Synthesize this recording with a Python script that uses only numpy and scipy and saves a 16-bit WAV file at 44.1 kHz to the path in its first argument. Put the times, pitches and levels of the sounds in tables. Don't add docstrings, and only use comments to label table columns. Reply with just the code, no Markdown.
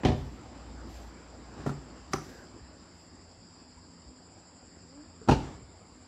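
import sys
import numpy as np
from scipy import signal
from scipy.fft import rfft, irfft
from scipy.io import wavfile
from scipy.ndimage import uniform_filter1d

SR = 44100
rng = np.random.default_rng(int(sys.argv[2]) if len(sys.argv) > 2 else 0)


def output_pcm(signal):
    pcm = np.clip(np.atleast_2d(signal).T, -1, 1) * 32767
    wavfile.write(sys.argv[1], SR, np.round(pcm).astype(np.int16))


def voltage_ratio(decibels):
    exponent = np.asarray(decibels, float) / 20
    return 10 ** exponent


N = 267687
T = np.arange(N) / SR

# (f/Hz, density/dB)
LATCH_CRACK = [(260, 3), (420, -7), (520, -17), (750, -5), (1050, -12), (1400, -14), (1750, -17),
               (2700, -28), (7000, -30), (15500, -52)]
# (f/Hz, density/dB)
HANDLE_CRACK = [(260, -18), (500, -26), (760, -12), (1170, -4), (2490, -21), (3500, -18), (4200, -23),
                (5100, -14), (6200, -15), (9520, -29), (15800, -62)]
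# (f/Hz, spread/Hz, level/dB, throbs/Hz, throb depth/dB)
INSECTS = [
    (4905, 403, -1.95, 8.6, 1.5),
    (7405, 356, -1.5, 13, 1.9),
    (9270, 460, -23, 10.5, -1),
]


def evened(x):
    return x / np.sqrt(np.mean(x ** 2) + 1e-20)


def read(points, hz):
    f, value = np.transpose(points)
    return np.interp(np.log(hz + 1), np.log(f + 1), value)


def coloured(points, size):
    gain = voltage_ratio(read(points, np.fft.rfftfreq(size, 1 / SR)))
    return evened(irfft(rfft(rng.standard_normal(size)) * gain, size))


def resonate(x, hz, width):
    turn = np.exp(2j * np.pi * hz * T)
    r = np.exp(-np.pi * width / SR)
    return 2 * (turn * signal.lfilter([1 - r], [1, -r], x / turn)).real


def drift(top_hz):
    coarse = T[::64]
    waves = np.zeros(len(coarse))
    for f in np.geomspace(top_hz / 20, top_hz, 24):
        waves += np.sin(2 * np.pi * (f * coarse + rng.random())) / np.sqrt(f)
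    return np.interp(T, coarse, evened(waves))


def swell(peak_s, level_db, rise_s, fall_s, t=T):
    away = np.where(t < peak_s, (peak_s - t) / rise_s, (t - peak_s) / fall_s)
    return voltage_ratio(level_db - np.minimum(20 * away ** 2, 100))


def walls(x):
    # (f/Hz, t60/s)
    wall_t60 = [(100, 0.66), (260, 0.44), (700, 0.38), (1840, 0.34), (4850, 0.5)]
    hz, t, z = signal.stft(rng.standard_normal(SR), SR, nperseg=512)
    t60 = np.clip(read(wall_t60, hz), .1, 2)[:, None]
    tail = signal.istft(z * voltage_ratio(-60 * t / t60), SR, nperseg=512)[1]
    tail = tail * np.clip(np.arange(len(tail)) / SR / 0.02, 0, 1) ** 2
    return signal.fftconvolve(x, tail / np.linalg.norm(tail))[:N]


def blow(strikes, modes, colour, crack_t60, treble_t60, wet_db):
    t, out = T[:SR // 2], np.zeros(N + SR)
    hz, level_db, t60 = np.transpose(modes)[:, :, None]
    for s, strength_db, contact_ms, crack_db in strikes:
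        contact = contact_ms / 1000 + 2 / SR
        grip = rng.uniform(-1.55, 1, (2, len(modes), 1))
        turns = hz * (1 + .008 * grip[1]) * t
        decay = voltage_ratio(level_db + 2.6 * grip[0] - 60 * t / t60)
        ring = (decay * np.sin(2 * np.pi * turns)).sum(0)
        push = np.sin(np.pi * np.clip((t[:800] + 1 / SR) / contact, 0, 1)) ** 2
        ring = signal.oaconvolve(ring, push / push.sum())[:len(t)]
        shove = np.sin(2 * np.pi * np.clip(t / (1.89 * contact), 0, 1)) * np.exp(-t / contact)
        noise = coloured(colour, len(t))
        low = signal.sosfilt(signal.butter(2, 1800., fs=SR, output="sos"), noise)
        treble = (noise - low) * voltage_ratio(-60 * t / treble_t60) * 0.00065 / contact
        crack = low * voltage_ratio(-60 * t / crack_t60) + treble
        crack = voltage_ratio(crack_db) * crack * np.minimum(t / (1.09 * contact), 1)
        hit = ring / abs(ring).max() + 1.13 * shove + crack
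        out[round(s * SR):][:len(t)] += voltage_ratio(strength_db) * hit
    return out[:N] + voltage_ratio(wet_db) * walls(out[:N])


def traffic():
    # (t/s, level/dB)
    passing = [
        (0.0, -54.5),
        (1.5, -56.5),
        (2.2, -57),
        (3.1, -62),
        (4.2, -63.5),
        (5.2, -62.5),
        (6.07, -61.5),
    ]
    # (peak t/s, level/dB, rise/s, fall/s)
    rolls = [
        (1.62, -53.5, 0.14, 0.23),
        (5.43, -50, 0.17, 0.2),
    ]
    # (f/Hz, density/dB)
    roar = [(15, -60), (35, -16.5), (55, -28), (105, -23), (126, -33.5), (253, -23.5), (445, -32),
            (1050, -35.5), (2000, -43.5), (3340, -49.5), (5500, -50.5), (8000, -61), (11000, -73),
            (15500, -86)]
    quiet_db, dull_per_db = -63, 0.29
    frames, hz = N // 256 + 5, np.fft.rfftfreq(1024, 1 / SR)
    a, b, patches = rng.standard_normal((frames, 513, 3)).T
    patches = evened(uniform_filter1d(uniform_filter1d(patches, size=8, axis=0), size=14, axis=1))
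    t = np.arange(frames) * 256 / SR
    power = voltage_ratio(2 * np.interp(t, *np.transpose(passing))) + sum(swell(*row, t) ** 2 for row in rolls)
    level_db = 10 * np.log10(power)
    treble_db = 0.4 - dull_per_db * np.clip(level_db - quiet_db, 0, 9.)
    share = np.clip(np.log2(hz / 500 + 1e-9) / 3.5, -.6, 1)[:, None]
    field_db = read(roar, hz)[:, None] + 1.91 * patches + level_db + share * treble_db
    return voltage_ratio(23.0) * signal.istft((a + 1j * b) * voltage_ratio(field_db), nperseg=1024, noverlap=768)[1][:N]


def fan():
    # (f/Hz, width/Hz, level/dB)
    lines = [(86.1, 5.2, -65), (104.5, 18, -68), (171.2, 9.9, -66), (253.6, 5, -66)]
    noise = rng.standard_normal(N)
    out = np.zeros(N)
    for hz, width, level_db in lines:
        out += voltage_ratio(level_db) * evened(resonate(resonate(noise, hz, width), hz, width))
    return out


def insects():
    # (t/s, depth/dB, span/s)
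    ducks = [
        (0.18, 5, 0.26),
        (3.1, -0.5, 0.42),
        (5.3, 0.5, 0.33),
    ]
    out, bins = np.zeros(N), np.fft.rfftfreq(N, 1 / SR)
    for hz, spread, level_db, throbs, depth_db in INSECTS:
        away = abs(bins - hz) / spread
        band = irfft(rfft(rng.standard_normal(N)) * np.exp(-.62 * away ** 2), N)
        throb = np.sin(2 * np.pi * (throbs * T + 0.3 * drift(2.1)))
        out += evened(band) * voltage_ratio(level_db + depth_db * throb + 1.1 * drift(2.1))
    dip_db = sum(depth_db * np.exp(-((T - s) / span) ** 2) for s, depth_db, span in ducks)
    return out * voltage_ratio(-63 - dip_db)


def engine():
    # (peak t/s, level/dB, rise/s, fall/s)
    surges = [
        (0.29, -47, .05, 0.065),
        (0.51, -52, .12, .09),
        (0.68, -46, .12, 0.75),
        (1.04, -45.5, 0.87, 0.12),
        (1.5, -53.5, 0.15, .4),
        (1.74, -52, .12, 0.38),
        (2.2, -64, 0.41, 0.22),
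    ]
    coarse = T[::64]
    level = np.interp(T, coarse, np.max([swell(*row, coarse) for row in surges], axis=0))
    hz = 59.5 - 1.37 * level / level.max()
    return np.sqrt(2) * np.sin(2 * np.pi * np.cumsum(hz) / SR) * level


def scuffs():
    # (peak t/s, level/dB, rise/s, fall/s)
    brushes = [(0.2, -60.5, 0.17, 0.27), (0.94, -59, 0.079, 0.14), (1.02, -59.5, 0.17, 0.11),
               (1.36, -93, .08, .3), (1.63, -84, .08, .05), (2.137, -42, 0.014, 0.047),
               (2.21, -58, .1, 0.19), (2.35, -59, .2, .12), (3.0, -68, .1, .1), (4.4, -95, .06, .08)]
    # (f/Hz, density/dB)
    sole = [(800, -23), (1700, 7), (2400, -1), (6000, 0.5), (9000, -13), (12500, -8.5), (15000, -19)]
    coarse = T[::64]
    level = np.interp(T, coarse, sum(swell(*row, coarse) for row in brushes))
    return voltage_ratio(-5.5) * uniform_filter1d(level, size=900) * coloured(sole, N) * voltage_ratio(1.2 * drift(90.0))


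def front_slam():
    # (t/s, strength/dB, contact/ms, crack against ring/dB)
    strikes = [
        (.033, -42, 2.1, 17.5),
        (.0495, -15.5, 0.91, -3),
        (.052, -12.5, 1.32, -11.5),
        (.060, -18, 2.1, -18),
        (.066, -14, 0.7, -14.5),
        (.083, -22.5, 1.14, -2),
        (.090, -15.5, 2.4, -16.5),
        (.116, -19.5, 1.9, -10),
        (.127, -20.5, 1.4, -21),
    ]
    # (f/Hz, level/dB, t60/s)
    modes = [(57.6, -1.5, 0.28), (99, 1, 0.13), (137, -8, 0.31), (189.5, -3, 0.13), (264, 3, 0.11),
             (327, 2, 0.1), (405, 3.5, 0.14), (520, -12, 0.14), (575, -8, 0.086), (756, -10, 0.1),
             (905, -24, .1), (1140, -21, .08), (1453, -26, .12)]
    # (f/Hz, density/dB)
    colour = [(260, -3.5), (450, -10), (767, -7), (1520, -25.5), (1710, -17), (2740, -19.5), (2950, -17),
              (4340, -22), (6190, -29.5), (15500, -67)]
    return blow(strikes, modes, colour, 0.12, 0.11, -7.5)


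def latch():
    # (t/s, strength/dB, contact/ms, crack against ring/dB)
    strikes = [
        (1.588, -38, 1.6, -1),
        (1.608, -48, 1.5, -4),
        (1.661, -37.5, 1.5, 12),
        (1.665, -20, 0.71, -10),
        (1.674, -29.5, 0.75, 0.5),
        (1.693, -27, 0.72, -2.5),
        (1.715, -32.5, 1.2, -3),
    ]
    # (f/Hz, level/dB, t60/s)
    modes = [(85, -21, .2), (141.7, 2.5, 0.22), (260, -4.5, 0.104), (394, 1.5, 0.097), (670, -12, 0.089),
             (820, -20, .05), (1240, -29, 0.064), (1380, 4, 0.064)]
    return blow(strikes, modes, LATCH_CRACK, 0.068, 0.095, -12.5)


def handle():
    # (t/s, strength/dB, contact/ms, crack against ring/dB)
    strikes = [
        (2.1335, -33, 0.28, 5),
        (2.1355, -25.5, 0.2, -4.5),
        (2.140, -18, 1, -6),
        (2.158, -32.5, 3.6, 4),
        (2.185, -39.5, 0.87, 1.5),
    ]
    # (f/Hz, level/dB, t60/s)
    modes = [(88, -23, 0.16), (154, -9.5, 0.23), (264, -29, 0.043), (383, 9, 0.039), (320, -15, 0.072),
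             (792, 0, 0.062), (1110, -2, 0.046), (560, -1, 0.042), (1190, -4, .04), (1450, -23, .04),
             (5690, -20, .1), (6220, -20, .1)]
    return blow(strikes, modes, HANDLE_CRACK, 0.033, 0.013, -10.0)


def check_arm():
    # (peak t/s, level/dB, rise/s, fall/s)
    stroke = (2.41, -58.5, .26, .07)
    rub = evened(resonate(resonate(rng.standard_normal(N), 1550.0, 330.), 1640.0, 330.))
    return rub * swell(*stroke) * voltage_ratio(1.9 * drift(50.))


def bumps():
    # (t/s, strength/dB, contact/ms, crack against ring/dB)
    strikes = [
        (2.458, -57, 4.5, -30),
        (2.609, -38.5, 5.7, -23),
        (2.807, -55, 3.1, -23),
        (4.059, -44, 3.8, -29),
        (4.628, -46.5, 4.5, -27),
        (5.619, -37, 3.1, -25),
    ]
    # (f/Hz, level/dB, t60/s)
    modes = [(71, 4, 0.096), (120, -3, 0.09), (259, -30, .08)]
    return blow(strikes, modes, LATCH_CRACK, 0.027, .03, -9.0)


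def seal():
    # (t/s, strength/dB, contact/ms, crack against ring/dB)
    strikes = [
        (5.214, -42, 1.6, -18),
        (4.925, -56, .5, -3),
        (4.385, -66, .2, 3),
    ]
    # (f/Hz, level/dB, t60/s)
    modes = [(300, -9, .08), (450, -.5, .1), (820, -14, .06), (1550, -9, .06)]
    return blow(strikes, modes, HANDLE_CRACK, 0.038, .02, -6.)


def hinge():
    # (peak t/s, level/dB, rise/s, fall/s)
    slip = (4.915, -56, .085, .17)
    start_s, start_hz, glide_hz_per_s = 4.83, 222., 470.
    hz = start_hz + glide_hz_per_s * np.clip(T - start_s, 0, 0.21)
    turns = np.cumsum(hz * (1 + 0.008 * drift(44.0))) / SR
    overtones_db = [-7, -1, -14, -29, -32]
    tone = sum(voltage_ratio(db) * np.sin(2 * np.pi * k * turns) for k, db in enumerate(overtones_db, 1))
    tone *= swell(*slip) * voltage_ratio(1.5 * drift(35.))
    skin = resonate(resonate(tone, 300., 40.), 300., 40.)
    return 0.7 * tone + 9. 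* skin


def rear_slam():
    # (t/s, strength/dB, contact/ms, crack against ring/dB)
    strikes = [
        (5.276, -28, 1.6, -3),
        (5.2855, -14.5, 1.3, 0),
        (5.289, -16.5, 3.2, 6),
        (5.2938, -5, 2.2, -11),
        (5.31, -23, 0.86, 3),
        (5.317, -12.5, 1.44, -6),
        (5.323, -25, 2.2, 5),
        (5.33, -25.5, 1.55, 4),
        (5.344, -30, 1.3, -2),
        (5.367, -45, 4.6, -21),
    ]
    # (f/Hz, level/dB, t60/s)
    modes = [(62.6, -4, 0.31), (104, -5, 0.094), (141, -3, 0.15), (194, 0.5, 0.077), (282, 1.5, .06),
             (333, 0, 0.056), (393, -0.5, 0.1), (508, -30, .12), (596, 0, .07), (790, -19, .1),
             (830, -20, 0.083), (920, -11, 0.099), (1090, -5, .12), (1315, -26, .12), (2780, -28, .2)]
    # (f/Hz, density/dB)
    colour = [(260, -4), (420, -3.5), (600, -9.5), (930, -3), (1130, -18), (1350, -12.5), (1970, -25),
              (2810, -16.5), (3560, -24), (4200, -21.5), (6860, -29.5), (15800, -64.5)]
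    return blow(strikes, modes, colour, 0.052, 0.11, -10.0)


def scene():
    beds = traffic() + fan() + insects() + engine() + scuffs()
    car = front_slam() + latch() + handle() + check_arm() + bumps() + seal() + hinge() + rear_slam()
    return (beds + car)[None]


def masked(x):
    # (from f/Hz, to f/Hz, threshold under the chorus/dB)
    valleys = [(5600, 6500, -15.5), (8050, 9000, -19.5)]
    hz, _, z = signal.stft(x, SR, nperseg=2048, noverlap=1536)
    power = uniform_filter1d(uniform_filter1d(abs(z) ** 2, size=3, axis=2), size=2, axis=1)
    chorus = np.median(power[:, abs(hz - INSECTS[1][0]) < 200])
    for lo_hz, hi_hz, under_db in valleys:
        inside = ((hz > lo_hz) & (hz < hi_hz))[:, None]
        z = z * ~(inside & (power < chorus * voltage_ratio(2 * under_db)))
    return signal.istft(z, SR, nperseg=2048, noverlap=1536)[1][:, :N]


def top_cut(x):
    return signal.sosfilt(signal.butter(12, 15760, fs=SR, output="sos"), x)


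def record(dry):
    cut = signal.sosfilt(signal.butter(6, 50., "highpass", fs=SR, output="sos"), dry)
    mix = masked(cut)
    return top_cut(mix)


dry = scene()
out = record(dry)
output_pcm(out)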